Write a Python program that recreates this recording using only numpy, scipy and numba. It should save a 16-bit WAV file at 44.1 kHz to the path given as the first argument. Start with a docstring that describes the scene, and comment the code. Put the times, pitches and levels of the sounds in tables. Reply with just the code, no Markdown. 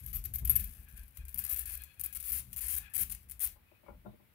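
"""A glass cutter's wheel bites in jerks along a straight edge, left of a close microphone: bursts of random
chips and snaps drive a glassy treble ring and a smoother midrange, while shoves rumble the table's modes.
Soon the cutter's side squeaks on the rule in wavering harmonic noise. Late in the cut come two soft wooden
knocks, and more after it with brief breathy whistles. Room air and a short diffuse tail run throughout."""
import sys
import numpy as np
from scipy import signal
from scipy.fft import rfft, irfft, next_fast_len
from scipy.io import wavfile
from scipy.ndimage import uniform_filter1d
from numba import njit

SR = 44100
rng = np.random.default_rng(int(sys.argv[2]) if len(sys.argv) > 2 else 0)


def unload_audio(sound):
    """Save the sound as a 16-bit wav file, at the path given as the first command line argument."""
    columns = np.transpose(np.atleast_2d(sound))
    # keep every value between -1 and 1, then stretch to whole-number steps
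    steps = np.round(np.clip(columns, -1, 1) * 32767)
    wavfile.write(sys.argv[1], SR, steps.astype(np.int16))


def convert_level_to_amplitude(level_db):
    """Map a level in decibels to its linear amplitude factor."""
    exponent = np.asarray(level_db, float) / 20
    return 10 ** exponent


N = 191614
T = np.arange(N) / SR


def noise():
    """White noise over the whole scene."""
    return rng.standard_normal(N)


def unit(x):
    """Scale to rms 1."""
    return x / np.sqrt(np.mean(x ** 2))


def colour(x, points):
    """Filter by (frequency [Hz], gain [dB]) points, straight lines over log frequency."""
    hz, db = np.transpose(points)
    size = next_fast_len(x.shape[-1])
    f = np.maximum(np.fft.rfftfreq(size, 1 / SR), 1)
    gain = convert_level_to_amplitude(np.interp(np.log(f), np.log(hz), db))
    return irfft(rfft(x, size) * gain, size)[..., :x.shape[-1]]


@njit
def svf(x, hz, width):
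    """State-variable band-pass with a moving centre and width, gain 1 at the centre."""
    y, b, l = np.empty(len(x)), 0., 0.
    for i in range(len(x)):
        g, k = np.tan(np.pi * hz[i] / SR), width[i] / hz[i]
        v = (b + g * (x[i] - l)) / (1 + g * (g + k))
        b, l, y[i] = 2 * v - b, l + 2 * g * v, k * v
    return y


def band(x, hz, width_hz):
    """Band-pass whose centre and width are each fixed or moving."""
    return svf(x, hz + 0 * T, width_hz + 0 * T)


def walk(rate_hz):
    """Random levels held 1 / rate s and slewed; spread 1."""
    hold = max(int(SR / rate_hz), 2)
    held = rng.standard_normal(N // 20)[np.arange(N) // hold]
    return unit(uniform_filter1d(held, hold // 2 + 1))


def smear(x, t60_s, share):
    """Dense early echoes: the sound plus a short random tail."""
    t = np.arange(SR // 10) / SR
    tail = rng.standard_normal(len(t)) * 1000. ** (-t / t60_s)
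    tail = tail / np.sqrt((tail ** 2).sum())
    return x + share * signal.fftconvolve(x, tail)[:len(x)]


def shifting(x, t60_s, share, turn_s):
    """Early echoes that change as the hand moves: two random tails fading into each other."""
    place = np.pi * T / turn_s
    echo_a = smear(x, t60_s, share) - x
    echo_b = smear(x, t60_s, share) - x
    return x + np.cos(place) * echo_a + np.sin(place) * echo_b


def steady(x, share):
    """Noise with its random swelling partly evened out, for a steadier rumble or squeak; rms 1."""
    swell = np.abs(signal.hilbert(x, next_fast_len(N))[:N])
    return unit(x / (swell + 0.34 * swell.mean()) ** np.clip(share, 0, 1))


def chips(per_s, spread_db, bed):
    """Dense tiny fractures of very unequal size over a fine grinding; rms 1."""
    hit = rng.random(N) < per_s / SR
    size_db = spread_db * np.minimum(rng.exponential(size=N), 2.5)
    return unit(unit(hit * convert_level_to_amplitude(size_db) * noise()) + bed * noise())


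# jerks of the wheel: (start [s], length [ms], level at start [dB], level at end [dB])
BITES = [(0.063, 10, -31, -47), (0.075, 44.5, -36, -42), (0.13, 40, -30.5, -29.5), (0.18, 20, -39, -39),
         (0.24, 6.2, -34, -38), (0.248, 10.7, -33, -22.5), (0.337, 22.5, -33.5, -26.5),
         (0.384, 16, -33.5, -35.5), (0.447, 7.8, -43, -14.5), (0.4745, 9.4, -21.5, -31),
         (0.496, 5.2, -14, -26), (0.5005, 4, -11.5, -18), (0.508, 11.3, -17, -32), (0.521, 24, -31, -36),
         (0.555, 8.6, -20, -15.5), (0.563, 13.4, -22.5, -33), (0.595, 19.5, -27, -36.5),
         (0.641, 6.6, -31.5, -36), (0.735, 4.2, -46, -52), (0.963, 16, -50, -43), (0.976, 6.2, -37, -46),
         (0.995, 4.7, -37, -51), (1.034, 3.2, -52, -46), (1.08, 6.9, -57, -47), (1.172, 2.1, -34.5, -32),
         (1.253, 37, -44, -82), (1.283, 59, -37.5, -66), (1.343, 3.9, -31.5, -32.5), (1.352, 8.9, -50, -31),
         (1.376, 11.4, -34, -38), (1.3835, 3.1, -29, -31), (1.389, 15.6, -21.5, -34.5),
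         (1.405, 19, -38, -34), (1.439, 12, -27, -37), (1.449, 7.8, -26, -33), (1.462, 5, -32, -30),
         (1.476, 4.2, -44, -32), (1.487, 8.7, -45, -27), (1.496, 41, -30, -29), (1.543, 11, -30.5, -36),
         (1.561, 8.5, -27, -36), (1.571, 17, -30.5, -36), (1.586, 6.8, -32, -32), (1.592, 8.3, -30, -30.5),
         (1.604, 39, -31.5, -43.5), (1.656, 48, -33, -38), (1.694, 60, -37.5, -32.5), (1.766, 10, -57, -36),
         (1.82, 8.2, -39, -64), (1.837, 11, -35.5, -45.5), (1.935, 8.4, -69, -44), (1.996, 19, -35.5, -34),
         (2.037, 24, -29.5, -35), (2.06, 3.4, -33, -28), (2.127, 10.7, -35, -37.5),
         (2.149, 25.4, -32, -31.5), (2.201, 15, -31.5, -37), (2.227, 83, -38, -29.5),
         (2.319, 89, -28.5, -34), (2.53, 13, -33, -44), (2.563, 3.3, -27, -49), (2.569, 25.3, -33, -29.5),
         (2.608, 67, -30.5, -33), (2.682, 72, -31, -29.5), (2.764, 21, -31, -26), (2.937, 4.8, -41, -29.5),
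         (2.946, 23.2, -32, -25), (2.979, 56.5, -29.5, -27), (3.098, 6, -34, -31.5), (3.112, 4.4, -35, -34),
         (3.1175, 3.5, -30.5, -38), (3.122, 10.4, -28.5, -35.5), (3.149, 5.5, -35.5, -40),
         (3.298, 6, -40, -44), (3.312, 6.6, -36, -37.5), (3.319, 13, -39, -49), (3.395, 2.8, -37, -40),
         (3.403, 42, -32, -26.5), (3.447, 23, -27, -37.5), (3.474, 3.8, -21, -52)]
# light creeping between jerks: (start [s], length [ms], level at start [dB], level at end [dB])
CREEPS = [(0.0, 51, -41, -52), (0.033, 39, -43.5, -47), (0.576, 275, -37.5, -49.5),
          (0.886, 550, -45.5, -78), (1.148, 42, -53.5, -47), (1.31, 35, -55, -44), (1.776, 240, -52, -61),
          (2.42, 120, -58, -48), (2.9, 52, -52, -71), (3.2, 50, -57, -56.5), (3.287, 6.5, -55.5, -41)]


def force():
    """Each jerk switches the crushing on; within it the wheel stutters every few milliseconds."""
    crack_db = 28  # snap over push as the wheel breaks loose
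    crack_most_db, crack_most_db_per_s = -23, 4.2  # ceiling, rising with travel
    within_db, creep_crack_db = -7, -9  # softer within a jerk, and when creeping
    push, cracks = np.zeros(N), np.zeros(N)
    scatter_db = 3 * noise()
    slips = np.cumsum(120 * convert_level_to_amplitude(4.8 * walk(90))) / SR
    depth_db = np.maximum(15.8 + 1.5 * walk(12), 0)
    for rows, softer_db in ((BITES, 0), (CREEPS, creep_crack_db)):
        for s, ms, start_db, end_db in rows:
            i = int(s * SR)
            t_ms = 1000 * T[:int((ms / 1000 + .04) * SR)]
            span = slice(i, i + len(t_ms))
            shape = (1 - np.exp(-t_ms / .2)) * np.exp(-np.maximum(t_ms - ms, 0) / 1.6)
            # every slip starts abruptly and dies away until the next, at an uneven beat
            since = (slips[span] - slips[i]) % 1
            snaps = (np.diff(since, prepend=1) < 0) & (t_ms < ms)
            fall = since ** 0.64  # fastest just after the start
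            db = start_db + (end_db - start_db) * np.minimum(t_ms / ms, 1)
            light = np.clip((-26.0 - db) / 14.6, .2, 1.5)  # a hard push leaves shallower gaps
            push[span] += convert_level_to_amplitude(db - light * depth_db[span] * fall) * shape
            snap_db = np.minimum(db + crack_db, crack_most_db + crack_most_db_per_s * s)
            snap_db = snap_db + (t_ms > 0) * (within_db + scatter_db[span])
            cracks[span] += snaps * convert_level_to_amplitude(snap_db + softer_db)
    return push, cracks


# colour of crushed glass: (frequency [Hz], density [dB per Hz])
CRUSH = [(200, -33.5), (441, -34), (754, -28), (1230, -22), (2400, -14), (3590, -20), (6030, -19.5),
         (8000, -14), (9800, -1), (11500, -1), (15700, -3.5), (16100, -52.5)]
# ring the wheel finds along the score: (time [s], mean frequency [Hz])
RING = [(0, 11800), (.15, 12010), (.4, 12440), (.45, 12440), (.475, 11390), (.55, 11950), (.58, 11340),
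        (.7, 11860), (1.2, 12660), (1.4, 13330), (1.9, 12300)]
# broader ring above it: (frequency [Hz], width [Hz], level before a 12.5 dB cut [dB])
UPPER_RING = (12960, 490, 0.62)


def wheel(push, cracks):
    """Crushed chips drive the sheet: treble with a ring, and a smoother midrange."""
    stutter = convert_level_to_amplitude(0.47 * walk(170) + 0.46 * walk(780))
    # dB over a middling push of -38 dB: a hard bite rings more and sounds thinner
    hard_db = np.clip(20 * np.log10(uniform_filter1d(push, 400) + 1e-9) + 38, -14, 22)
    # each level: start, change per second of travel, change per dB of push
    ring_db = 1.5 - 7 * T + 0.35 * np.maximum(hard_db, -0.5)
    shoulder_db = np.minimum(-7 + 3 * T - 0.23 * hard_db, -0.5)  # 7-11 kHz
    body_db = -1.5 + 1.7 * T - 0.38 * hard_db  # under 7 kHz

    crush = unit(colour(chips(per_s=5200.0, spread_db=5.5, bed=0.61), CRUSH))
    treble = [(5000, -30), (6500, -6), (7500, 0)]
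    top = push * stutter * colour(crush, treble) + colour(colour(cracks, CRUSH), treble)
    shoulder = colour(top, [(11000, 1.5), (11800, -49)])
    top = top + (convert_level_to_amplitude(shoulder_db) - 1) * shoulder
    # waves run round the sheet, so every stretch of the score favours other modes
    top = shifting(top, t60_s=.015, share=.45, turn_s=.12)

    ring_hz = np.interp(T, *np.transpose(RING)) * (1 + 0.02 * walk(58))
    ring = band(top, ring_hz, 197 + 66 * T)
    upper_hz, upper_width_hz, upper_db = UPPER_RING
    ring = ring + convert_level_to_amplitude(upper_db - 12.5) * band(top, upper_hz, upper_width_hz)
    bright = (top + convert_level_to_amplitude(11.0 + ring_db) * ring) / np.sqrt(1 + convert_level_to_amplitude(2 * ring_db))

    # the whole sheet carries the midrange: smoother and slower to stop
    grind = unit(colour(chips(per_s=3700.0, spread_db=-8.0, bed=3.6), CRUSH))
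    drive = uniform_filter1d(push, 150) * convert_level_to_amplitude(body_db)
    mid = drive * colour(grind, [(6800, -2.5), (7800, -3.5), (9000, -11.0)])
    sheet = bright + shifting(mid, t60_s=0.25, share=0.72, turn_s=.15)
    return colour(sheet, [(15600, 0), (15950, -30)])


# the hand shoves the table: (start [s], hold [s], level [dB], upper modes relative to it [dB])
SHOVES = [(0, 0.11, -43.5, -14), (0.141, 0.0078, -39, -16), (0.24, 0.16, -43.5, -13.5),
          (0.409, 0.1, -38, -9.5), (0.547, 0.085, -41.5, -16.5), (0.756, 0.048, -47.5, -18.5),
          (0.916, 0.018, -52.5, -10.5), (0.972, 0.0067, -48.5, -21), (1.176, 0.015, -35.5, -43),
          (1.332, 0.068, -49, -8), (1.513, 0.005, -48, -49), (1.586, 0.19, -49, -19.5),
          (1.97, 0.078, -53, -14), (2.128, 0.064, -52.5, -16), (2.297, 0.083, -51, -7),
          (2.467, 0.06, -58, -5.5), (2.516, 0.16, -57, -28), (2.605, 0.028, -52, -15),
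          (2.726, 0.039, -44, -18), (2.949, 0.054, -43.5, -12), (3.077, 0.05, -50, -16),
          (3.246, 0.11, -55, -14.5), (3.44, 0.02, -49, -21), (3.875, 0.065, -54.5, -4.5),
          (4.01, 0.11, -66.5, -2)]
# modes: (frequency [Hz], nominal width [Hz], relative level [dB])
TABLE_LOW = [(43.84, 13, -7), (63.3, 14.1, -4)]
TABLE_HIGH = [(116.7, 23.4, 3), (182, 69, -1), (263, 590, -15)]


def table_modes(modes):
    """Noise through two like band-passes per mode, summed; rms 1."""
    total = 0
    for hz, width_hz, db in modes:
        once = band(noise(), hz, 1.14 * width_hz)
        total = total + convert_level_to_amplitude(db) * unit(band(once, hz, 1.14 * width_hz))
    return unit(total)


def table():
    """Shoves shake the lowest modes of table and sheet; the upper modes die away at their own pace."""
    rise_s, low_db_per_s, upper_db_per_s = 0.018, -170, -110
    push, upper = 0, 0
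    for s, hold_s, db, upper_db in SHOVES:
        t = np.maximum(T - s, 0)
        rise = np.sin(np.pi / 2 * np.minimum(t / rise_s, 1)) ** 2
        after = np.maximum(t - hold_s - rise_s, 0)
        push = push + convert_level_to_amplitude(db + low_db_per_s * after) * rise
        upper = upper + convert_level_to_amplitude(db + upper_db + upper_db_per_s * after) * rise
    return push * steady(table_modes(TABLE_LOW), 0.44) + upper * table_modes(TABLE_HIGH)


# colour of room air: (frequency [Hz], density [dB per Hz])
AIR = [(30, -9.5), (50, -7.5), (76, -2), (432, -17), (593, -18), (1000, -19), (2300, -16.5), (3300, -23),
       (6720, -33.5), (12000, -21.5), (15700, -18.5), (16100, -55.5)]


def room_air():
    """Steady coloured noise, shared by both ports in the bass, 4 dB stronger in the left."""
    same, apart = noise(), rng.standard_normal((2, N))
    shared = colour(same, [(100, 4.0), (600, -12.0), (2000, -30.5)])
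    return unit(colour(apart + shared, AIR)) * convert_level_to_amplitude(-69.5 + np.array([[4], [0]]))


# reverberation: (frequency [Hz], t60 [s])
ROOM_T60 = [(250, 0.46), (1000, 0.2), (4000, 0.22), (12000, 0.21)]


def room(x):
    """Diffuse tail, its own for each port, its decay time set by frequency."""
    t = np.arange(SR // 2) / SR
    hz, t60_s = np.transpose(ROOM_T60)
    tail = 0
    for k in range(len(hz)):
        tent = [(f, 0 if j == k else -30) for j, f in enumerate(hz)]
        tail = tail + colour(rng.standard_normal((2, len(t))), tent) * 1000. ** (-t / t60_s[k])
    tail = tail * (1 - np.exp(-t / 0.0013))
    tail = tail / np.sqrt((tail ** 2).sum(axis=1, keepdims=True))
    return signal.fftconvolve(x[None], tail, axes=1)[:, :N]


# squeaks on the rule:
# (middle [s], half length [s], mean slip rate [Hz], level [dB], rise per multiple [dB])
SQUEAKS = [(0.56, 0.092, 850, -61, 2), (0.845, 0.12, 845, -64, -1.5), (1.017, 0.048, 812, -60, 1),
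           (1.214, 0.077, 817, -61, 3), (1.531, 0.12, 873, -57, -3.5), (1.72, 0.052, 835, -52.5, 2.5),
           (1.842, 0.067, 850, -55.5, 5.5), (2.102, 0.11, 838, -60.5, 3.5), (2.82, 0.04, 850, -57.5, -2.5),
           (2.87, 0.028, 835, -57, 2), (2.92, 0.034, 863, -64.5, -4)]
# harmonics: (multiple of slip rate, relative level [dB])
RUB_ORDERS = [(1, -11.5), (2, 7), (3, 7), (4, -5.5), (5, -12)]


def rule():
    """Stick-slip against the rule: a wavering, patchy harmonic squeak, mostly breathy."""
    s, half_s, pitch_hz, db, rise = np.transpose(SQUEAKS)
    swell = sum(convert_level_to_amplitude(d) * np.exp(-((T - a) / h) ** 2) for a, h, d in zip(s, half_s, db))
    rise_db = np.interp(T, s, rise)
    hz = np.interp(T, s, pitch_hz) * (1 + .011 * walk(20))
    lines = 0
    for k, order_db in RUB_ORDERS:
        line = steady(band(noise(), k * hz, 88.0), 0.1)
        lines = lines + convert_level_to_amplitude(order_db + (k - 3.0) * rise_db) * line
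    return unit(lines) * swell * convert_level_to_amplitude(3.55 * walk(30))


# knocks: (time [s], level before a 2 dB lift [dB], push [ms], favoured frequency [Hz])
KNOCKS = [(2.769, -60, 2.4, 387), (2.984, -50.5, 2, 434), (3.56, -58.5, 0.29, 809),
          (3.715, -54.5, 0.69, 592), (3.834, -52.5, 1.3, 686), (3.863, -52.5, 0.21, 1400),
          (3.884, -40.5, 0.33, 700), (4.048, -47, 0.52, 400), (4.058, -37.5, 0.16, 436),
          (4.077, -42, 0.44, 170), (4.13, -51.5, 1, 301), (4.198, -58.5, 1.66, 642)]
# wooden modes: (mean frequency [Hz], mean level [dB], t60 [s])
WOOD = [(126, -9.5, 0.18), (201.8, -1.5, 0.087), (351.4, -1, 0.048), (465.5, -7.5, 0.069),
        (597, 4.5, 0.035), (737, -3.5, 0.039), (869, 4, 0.025), (994, 4, 0.025), (1150, -7, 0.034),
        (1400, -5, 0.035)]


def knocks():
    """Soft pushes with a short rattle into wooden modes, each struck at another spot."""
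    out, t = np.zeros(N + SR), np.arange(SR // 4) / SR
    hz, db, t60_s = (c[:, None] for c in np.transpose(WOOD))
    for s, level_db, push_ms, spot_hz in KNOCKS:
        vary_level, vary_phase, vary_pitch = rng.standard_normal((3, len(WOOD), 1))
        soft = 1 / (1 + (hz * push_ms / 1000) ** 2)
        away_db = 6 * np.abs(np.log2(hz / spot_hz))  # 6 dB per octave from the favoured modes
        gain = soft * convert_level_to_amplitude(db + 1.4 * vary_level - away_db)
        phase = 2 * np.pi * hz * (1 + 0.017 * vary_pitch) * t + 0.46 * vary_phase
        ring = (gain * np.sin(phase) * 1000. ** (-t / t60_s)).sum(axis=0)
        ring = smear(ring * (1 - np.exp(-t / 0.0022)), t60_s=0.18, share=1.0)
        i = int(s * SR)
        out[i:i + len(t)] += convert_level_to_amplitude(level_db + 2.0) * ring / np.abs(ring).max()
    return out[:N]


# whistles: (middle [s], half length [s], frequency [Hz], level [dB])
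WHISTLES = [(3.728, 0.078, 2490, -70.5), (3.881, 0.035, 2250, -67.5), (4.099, 0.049, 3640, -77)]


def whistles():
    """Brief breathy whistles of narrow-band noise, barely over the room air."""
    out = 0
    for s, half_s, hz, db in WHISTLES:
        swell = np.exp(-((T - s) / half_s) ** 4)
        out = out + convert_level_to_amplitude(db) * swell * unit(band(noise(), hz, 96.0))
    return out


# shading of the right port: (frequency [Hz], gain [dB])
SHADE = [(60, -3), (380, -9.5), (1300, -14.5), (2400, -23.5), (4400, -16.5), (8000, -22.5), (15000, -20)]


def scene():
    """The left port faces the work; the right hears it shaded, a little later, mostly by reflections."""
    near = wheel(*force()) + rule() + knocks() + whistles()
    low = table()
    reflected = shifting(near, t60_s=0.081, share=6.0, turn_s=0.17) / 4.2
    right = colour(np.roll(reflected + low, 5), SHADE)  # 5 samples later
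    wet = room(near) * convert_level_to_amplitude([[-15.5], [-24]])
    return np.array([near + low, right]) + wet + room_air()


def roll_off(x):
    """The treble ends steeply here."""
    return signal.sosfilt(signal.butter(12, 16820, fs=SR, output="sos"), x)


def record(dry):
    """The microphone loses the deepest bass, under 39 Hz."""
    mix = signal.sosfilt(signal.butter(4, 39, "high", fs=SR, output="sos"), dry)
    return roll_off(mix)


dry = scene()
out = record(dry)
unload_audio(out)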